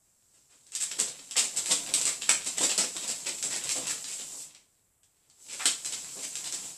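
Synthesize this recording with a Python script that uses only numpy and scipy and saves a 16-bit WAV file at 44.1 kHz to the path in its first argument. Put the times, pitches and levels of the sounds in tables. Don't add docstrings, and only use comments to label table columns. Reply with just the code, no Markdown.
import sys
import numpy as np
from scipy import signal
from scipy.fft import rfft, irfft
from scipy.io import wavfile
from scipy.ndimage import uniform_filter1d

SR = 44100
rng = np.random.default_rng(int(sys.argv[2]) if len(sys.argv) > 2 else 0)


def dump_mix(stems):
    frames = np.atleast_2d(stems).T
    limited = np.clip(frames, -1, 1)
    pcm = np.round(limited * 32767).astype(np.int16)
    wavfile.write(sys.argv[1], SR, pcm)


N = 298557

# (t/s, duration/s, crumpling foil level/dB, wall ring level/dB, paw bump level/dB)
STEPS = [(0.337, 0.053, -72, -84, -77), (0.499, 0.059, -67.5, -75.5, -77.5),
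         (0.722, 0.031, -51.5, -56.5, -75), (0.755, 0.013, -41, -48, -72), (0.8, 0.038, -36.5, -47.5, -71),
         (0.909, 0.0091, -39, -39.5, -69), (0.982, 0.04, -39, -49, -47.5), (1.068, 0.018, -43, -49.5, -55),
         (1.186, 0.01, -56, -52.5, -58), (1.362, 0.037, -31, -34.5, -42.5), (1.434, 0.018, -36, -45, -51),
         (1.56, 0.027, -34.5, -46, -53), (1.681, .025, -36.5, -45.5, -45.5),
         (1.704, 0.021, -27.5, -33.5, -40.5), (1.884, 0.01, -49, -64, -50), (1.969, 0.031, -40, -57, -48.5),
         (2.057, 0.034, -34, -44, -48), (2.288, 0.024, -45, -38, -43.5), (2.459, 0.017, -35, -41, -47),
         (2.569, 0.02, -37.5, -43, -46.5), (2.603, 0.016, -33, -41, -33.5),
         (2.625, 0.026, -30, -35.5, -38.5), (2.688, 0.036, -36.5, -37.5, -48.5),
         (2.776, 0.044, -36, -38, -42), (2.835, 0.01, -41, -40, -45), (2.947, 0.022, -57.5, -58, -48),
         (3.018, 0.028, -45.5, -46, -49.5), (3.071, 0.041, -38.5, -45, -50),
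         (3.256, 0.038, -40.5, -40.5, -50.5), (3.434, 0.029, -42.5, -51, -48.5),
         (3.501, 0.073, -40.5, -42.5, -51.5), (3.693, 0.031, -36.5, -44, -60),
         (3.75, 0.032, -40, -47, -43.5), (3.811, 0.028, -47, -54, -48.5), (3.893, 0.021, -35, -39.5, -56),
         (4.069, 0.072, -45.5, -52, -74), (4.187, 0.033, -49, -49.5, -58), (5.484, 0.029, -52, -50.5, -70),
         (5.516, 0.032, -45.5, -47.5, -60), (5.849, 0.019, -39, -48, -56.5), (5.918, .025, -42.5, -46, -63),
         (6.152, .045, -60, -62, -52.5), (6.223, 0.028, -41.5, -45.5, -55.5),
         (6.451, 0.027, -44, -44.5, -67), (6.526, 0.024, -42.5, -46.5, -52)]
# (t/s, relative level/dB, wall ring level re that/dB, wall ring f/Hz)
SNAPS = [(0.667, -49.5, -11, 1550), (0.7202, -42.5, -11, 2850), (0.7513, -27.5, -12, 3420),
         (0.8234, -29, -14, 4100), (0.9137, -36, -6, 2840), (0.9917, -28, -3, 2850), (1, -21, -17, 2880),
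         (1.3106, -33, -5, 3000), (1.3662, -26.5, -2, 2550), (1.3798, -21, -6, 2700),
         (1.5734, -29, -13, 2500), (1.659, -26, -8, 2400), (1.9386, -16.5, -10.5, 2900),
         (2.0135, -22.5, -11, 2800), (2.0537, -22.5, -9.5, 2780), (2.22, -33, 1.5, 3370),
         (2.2928, -15, -4.5, 2360), (2.4455, -34.5, -8, 2720), (2.473, -36, -6, 3130),
         (2.582, -27.5, -4, 1890), (2.7786, -20.5, -6, 1860), (2.9655, -31, -1, 3300),
         (3.4267, -25, -10.5, 3800), (3.6384, -28.5, -23, 3750), (3.6919, -26, -4, 2600),
         (3.87, -26, -6.5, 2880), (4.0425, -35.5, -3, 4130), (4.5483, -48, -0.5, 2400),
         (5.0324, -57, -7.5, 3200), (5.299, -54.5, -5.5, 4200), (5.656, -15.5, -4.5, 3370),
         (5.6617, -28, 1, 3620), (5.8476, -31.5, -8, 2830), (5.9236, -35.5, 0, 2930),
         (6.3543, -30, -6.5, 3430), (6.4421, -33.5, -5.5, 3700), (6.5241, -28.5, -10.5, 4100)]
# (t/s, duration/s, relative level/dB)
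SCRAPES = [(0.337, 0.04, -76), (0.493, 0.059, -70), (1.354, 0.031, -37.5), (2.068, 0.019, -39.5),
           (2.29, 0.0082, -24), (3.885, 0.035, -46.5), (5.594, 0.035, -36.5)]
# (t/s, fur sliding on foil level/dB, duct scuffing the carpet level/dB)
SCRAMBLES = [
    [(0.0, -68, -85), (0.75, -58, -73), (0.93, -43, -59), (1.11, -48, -58.5), (1.37, -47.5, -67.5),
     (1.53, -40.5, -55), (1.87, -37, -49.5), (2.41, -41.5, -56), (2.76, -39, -55.5), (3.27, -38, -56),
     (3.69, -37.5, -52), (4.3, -38, -59.5), (4.42, -37.5, -61.5)],
    [(4.53, -65.5, -69), (4.75, -67.5, -85), (4.99, -79.5, -87), (5.36, -63.5, -77), (5.42, -49, -67),
     (5.66, -34, -57), (5.76, -44, -59), (5.95, -37.5, -55), (6.1, -39.5, -59), (6.24, -36.5, -56.5),
     (6.44, -39.5, -59.5), (6.66, -36.5, -55.5), (6.77, -45, -67)],
]

# (f/Hz, density level/dB)
CREASE_SPECTRUM = [(100, -51.5), (300, -27.5), (1100, -17.5), (2500, -7.5), (4000, -5.5), (6000, 0),
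                   (8000, 1.5), (10000, -7.5), (12000, -14.5), (15000, -45)]
WALL_SPECTRUM = [(100, -24), (250, -5.5), (600, -7.5), (1100, -6), (1600, -4.5), (2300, -1.5), (3500, 0),
                 (5500, 1.5), (8000, -20.5), (14000, -40.5)]
THUD_SPECTRUM = [(30, -34.5), (85, -31.5), (125, -18.5), (190, -1.5), (330, -2), (550, 0), (900, -6),
                 (1600, -14), (5000, -50)]
SCRAPE_SPECTRUM = [(120, -26), (300, -14), (700, -4.5), (1200, -0.5), (2200, 0), (3200, -3.5), (5000, -9.5),
                   (9000, -20), (14000, -38)]
SCUFF_SPECTRUM = [(25, -8.5), (60, -23), (95, -7.5), (140, 1.5), (300, -2.5), (550, -1.5), (1000, -4),
                  (2000, -15.5), (6000, -39.5)]
CRINKLE_SPECTRUM = [(100, -28.5), (300, -16), (1000, -9.5), (1700, -2.5), (2600, 4.5), (4000, 3.5),
                    (6000, -2.5), (9000, -8), (12000, -15), (15000, -31.5)]
FUR_SPECTRUM = [(200, -13.5), (900, -18.5), (1700, -19), (2600, -13.5), (5000, 0.5), (7500, 4.5),
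                (9500, -1.5), (12000, -8), (14500, -18.5)]
AIR_SPECTRUM = [(20, -13), (45, -5.5), (120, -4.5), (250, -13), (600, -17), (2000, -21.5), (5000, -35.5),
                (8000, -17.5), (14500, -21.5)]

# (f/Hz, bandwidth/Hz, peak gain level/dB)
TUBE_MODES = [(198, 19, 2), (293, 11, 5), (395, 3.1, 3.5)]
# (f/Hz, bandwidth/Hz, peak gain level/dB)
PORT_MODES = [(7750, 830, 8.5)]
# (typical delay t/s, level re direct sound/dB)
REFLECTIONS = [(.0029, -12), (.0072, -15.5), (0.016, -20.5)]

STEP_ATTACK_S, STEP_RELEASE_S = 0.0035, 0.0089
STEP_CREASES_PER_S, CREASE_SPREAD_DB = 900, 2.5
WALL_RING_HZ, WALL_RING_OCTAVES = 2754, 0.44
SNAP_FLURRY_DB = -0.5
CRINKLE_DB, CRINKLE_GROWTH, FIRM_DRAG_DB = -54.5, 1.13, -55
AIR_DB = -73
OVERLOAD, TOP_HZ = 0.8, 14600


def steps():
    crease, wall, bumps = np.zeros((3, N))
    for s, length_s, foil_db, wall_db, paw_db in STEPS:
        octaves = np.clip(WALL_RING_OCTAVES * rng.standard_normal(), -1, 1)
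        ring_hz = WALL_RING_HZ * 2 ** octaves
        crumpling = press(length_s, STEP_CREASES_PER_S, CREASE_SPREAD_DB)
        shaking = patch(press(length_s, rate=1200, spread_db=3), ring_hz)
        bump = press(length_s, rate=1500, spread_db=0.5)
        add(crease, s, undb(foil_db) * crumpling)
        add(wall, s, undb(wall_db) * shaking)
        add(bumps, s, undb(paw_db) * bump)
    tube = resonate(colour(bumps, THUD_SPECTRUM), TUBE_MODES)
    return colour(crease, CREASE_SPECTRUM) + colour(wall, WALL_SPECTRUM) + tube


def press(length_s, rate, spread_db):
    t = np.arange(SR // 4) / SR
    loading = 1 - np.exp(-t / STEP_ATTACK_S)
    release = np.exp(-np.maximum(t - length_s, 0) / STEP_RELEASE_S)
    return loading * release * clicks(count=len(t), rate=rate, spread_db=spread_db)


def patch(x, hz):
    return resonate(x, [(hz, hz / 4, 6)])


def snaps():
    crease, wall = np.zeros((2, N))
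    for s, db, wall_db, ring_hz in SNAPS:
        tick = buckle(SNAP_FLURRY_DB, crack_s=0.0013, flurry_s=0.014)
        shaking = patch(buckle(SNAP_FLURRY_DB, crack_s=0.0015, flurry_s=0.013), ring_hz)
        add(crease, s, undb(db) * tick)
        add(wall, s, undb(db + wall_db) * shaking)
    return undb(16.0) * colour(crease, CREASE_SPECTRUM) + undb(17.0) * colour(wall, WALL_SPECTRUM)


def buckle(flurry_db, crack_s, flurry_s):
    flurry = fade(clicks(count=6000, rate=720, spread_db=5.0), flurry_s, rise_s=0.0053)
    crack = fade(clicks(count=400, rate=24000, spread_db=0.5), crack_s, rise_s=0.000161)
    sound = undb(flurry_db) * flurry
    add(sound, 0, crack)
    return sound


def scrapes():
    slips = np.zeros(N)
    for s, length_s, db in SCRAPES:
        count = int(length_s * SR)
        run = clicks(count=count, rate=1800, spread_db=2.5)
        add(slips, s, undb(db) * signal.windows.tukey(count, 0.2) * run)
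    return undb(-1.5) * colour(slips, SCRAPE_SPECTRUM)


def scuffing(db):
    fitful_db = db - 5 + 2.05 * walk(22)
    drag = undb(fitful_db) * clicks(count=N, rate=400, spread_db=2.5)
    return resonate(colour(drag, SCUFF_SPECTRUM), TUBE_MODES)


def crinkle(drag_db):
    mean_db = CRINKLE_DB + CRINKLE_GROWTH * (drag_db - FIRM_DRAG_DB)
    spurts = undb(mean_db + 2.6 * walk(35))
    creases = clicks(count=N, rate=260, spread_db=4.5)
    return colour(spurts * creases, CRINKLE_SPECTRUM)


def fur(db):
    hiss = colour(clicks(count=N, rate=8100, spread_db=2.5), FUR_SPECTRUM)
    return undb(db - 10.5 + 0.73 * walk(19)) * hiss


def still_air():
    return undb(AIR_DB) * colour(rng.standard_normal(N), AIR_SPECTRUM)


def room(x, count):
    hold = SR // 60
    spot = np.repeat(rng.integers(0, count, N // hold + 1), hold)[:N]
    out = 0
    for k in range(count):
        share = uniform_filter1d(1. 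* (spot == k), size=192)
        response = echo_pattern(wet_db=0.0, t60_s=0.29, bass_t60_s=0.31, split_hz=540, build_s=0.0033)
        out = out + signal.oaconvolve(x * share, response)[:N]
    return out


def echo_pattern(wet_db, t60_s, bass_t60_s, split_hz, build_s):
    t = np.arange(SR // 3) / SR
    noise = rng.standard_normal(len(t))
    bass = signal.sosfilt(signal.butter(1, split_hz, fs=SR, output="sos"), noise)
    treble = noise - bass
    tail = bass * undb(-60 * t / bass_t60_s) + treble * undb(-60 * t / t60_s)
    tail = tail * (1 - np.exp(-t / build_s))
    response = undb(wet_db) * tail / np.linalg.norm(tail)
    response[0] += 1
    for s, db in REFLECTIONS:
        delay_s = s * rng.uniform(0.8, 1.2)
        response[int(delay_s * SR)] += undb(db)
    return response


def clicks(count, rate, spread_db):
    struck = rng.random(count) < rate / SR
    size = np.clip(rng.standard_normal(count), -2, 2)
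    sign = rng.choice([-1, 1], count)
    return unit(struck * sign * undb(spread_db * size) + 1e-9)


def walk(rate):
    k = int(SR / rate)
    held = np.repeat(rng.standard_normal(N // k + 1), k)
    return unit(uniform_filter1d(held, k)[:N])


def fade(x, seconds, rise_s=0.0001):
    t = np.arange(1, len(x) + 1) / SR
    x = x * np.exp(-t / seconds) * (1 - np.exp(-t / rise_s))
    return x / np.linalg.norm(x)


def colour(x, spectrum):
    size = 4096
    hz, db = np.transpose(spectrum)
    grid = np.maximum(np.fft.rfftfreq(size, 1 / SR), 1)
    gain = undb(np.interp(np.log(grid), np.log(hz), db))
    cepstrum = irfft(np.log(gain))
    cepstrum[1:size // 2] *= 2
    cepstrum[size // 2 + 1:] = 0
    response = irfft(np.exp(rfft(cepstrum)))
    return signal.fftconvolve(x, response / np.linalg.norm(response))[:len(x)]


def resonate(x, peaks):
    for hz, width, db in peaks:
        b, a = signal.iirpeak(hz, hz / width, fs=SR)
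        x = x + (undb(db) - 1) * signal.lfilter(b, a, x)
    return x


def add(track, s, sound):
    i = max(int(s * SR), 0)
    track[i:i + len(sound)] += sound[:len(track) - i]


def undb(db):
    return 10 ** (np.asarray(db) / 20)


def unit(x):
    return x / np.sqrt(np.mean(x ** 2))


def scene():
    s, *columns = np.vstack(SCRAMBLES).T
    slide_db, drag_db = (np.interp(np.arange(N) / SR, s, c) for c in columns)
    impacts = steps() + snaps() + scrapes()
    friction = scuffing(drag_db) + crinkle(drag_db) + fur(slide_db)
    sound = room(impacts + friction, count=10) + still_air()
    return np.array([sound, sound])


def record(dry):
    ringing = resonate(dry, PORT_MODES)
    rounded = OVERLOAD * np.tanh(ringing / OVERLOAD)
    return signal.sosfilt(signal.ellip(8, 0.2, 70, TOP_HZ, fs=SR, output="sos"), rounded)


dry = scene()
out = record(dry)
dump_mix(out)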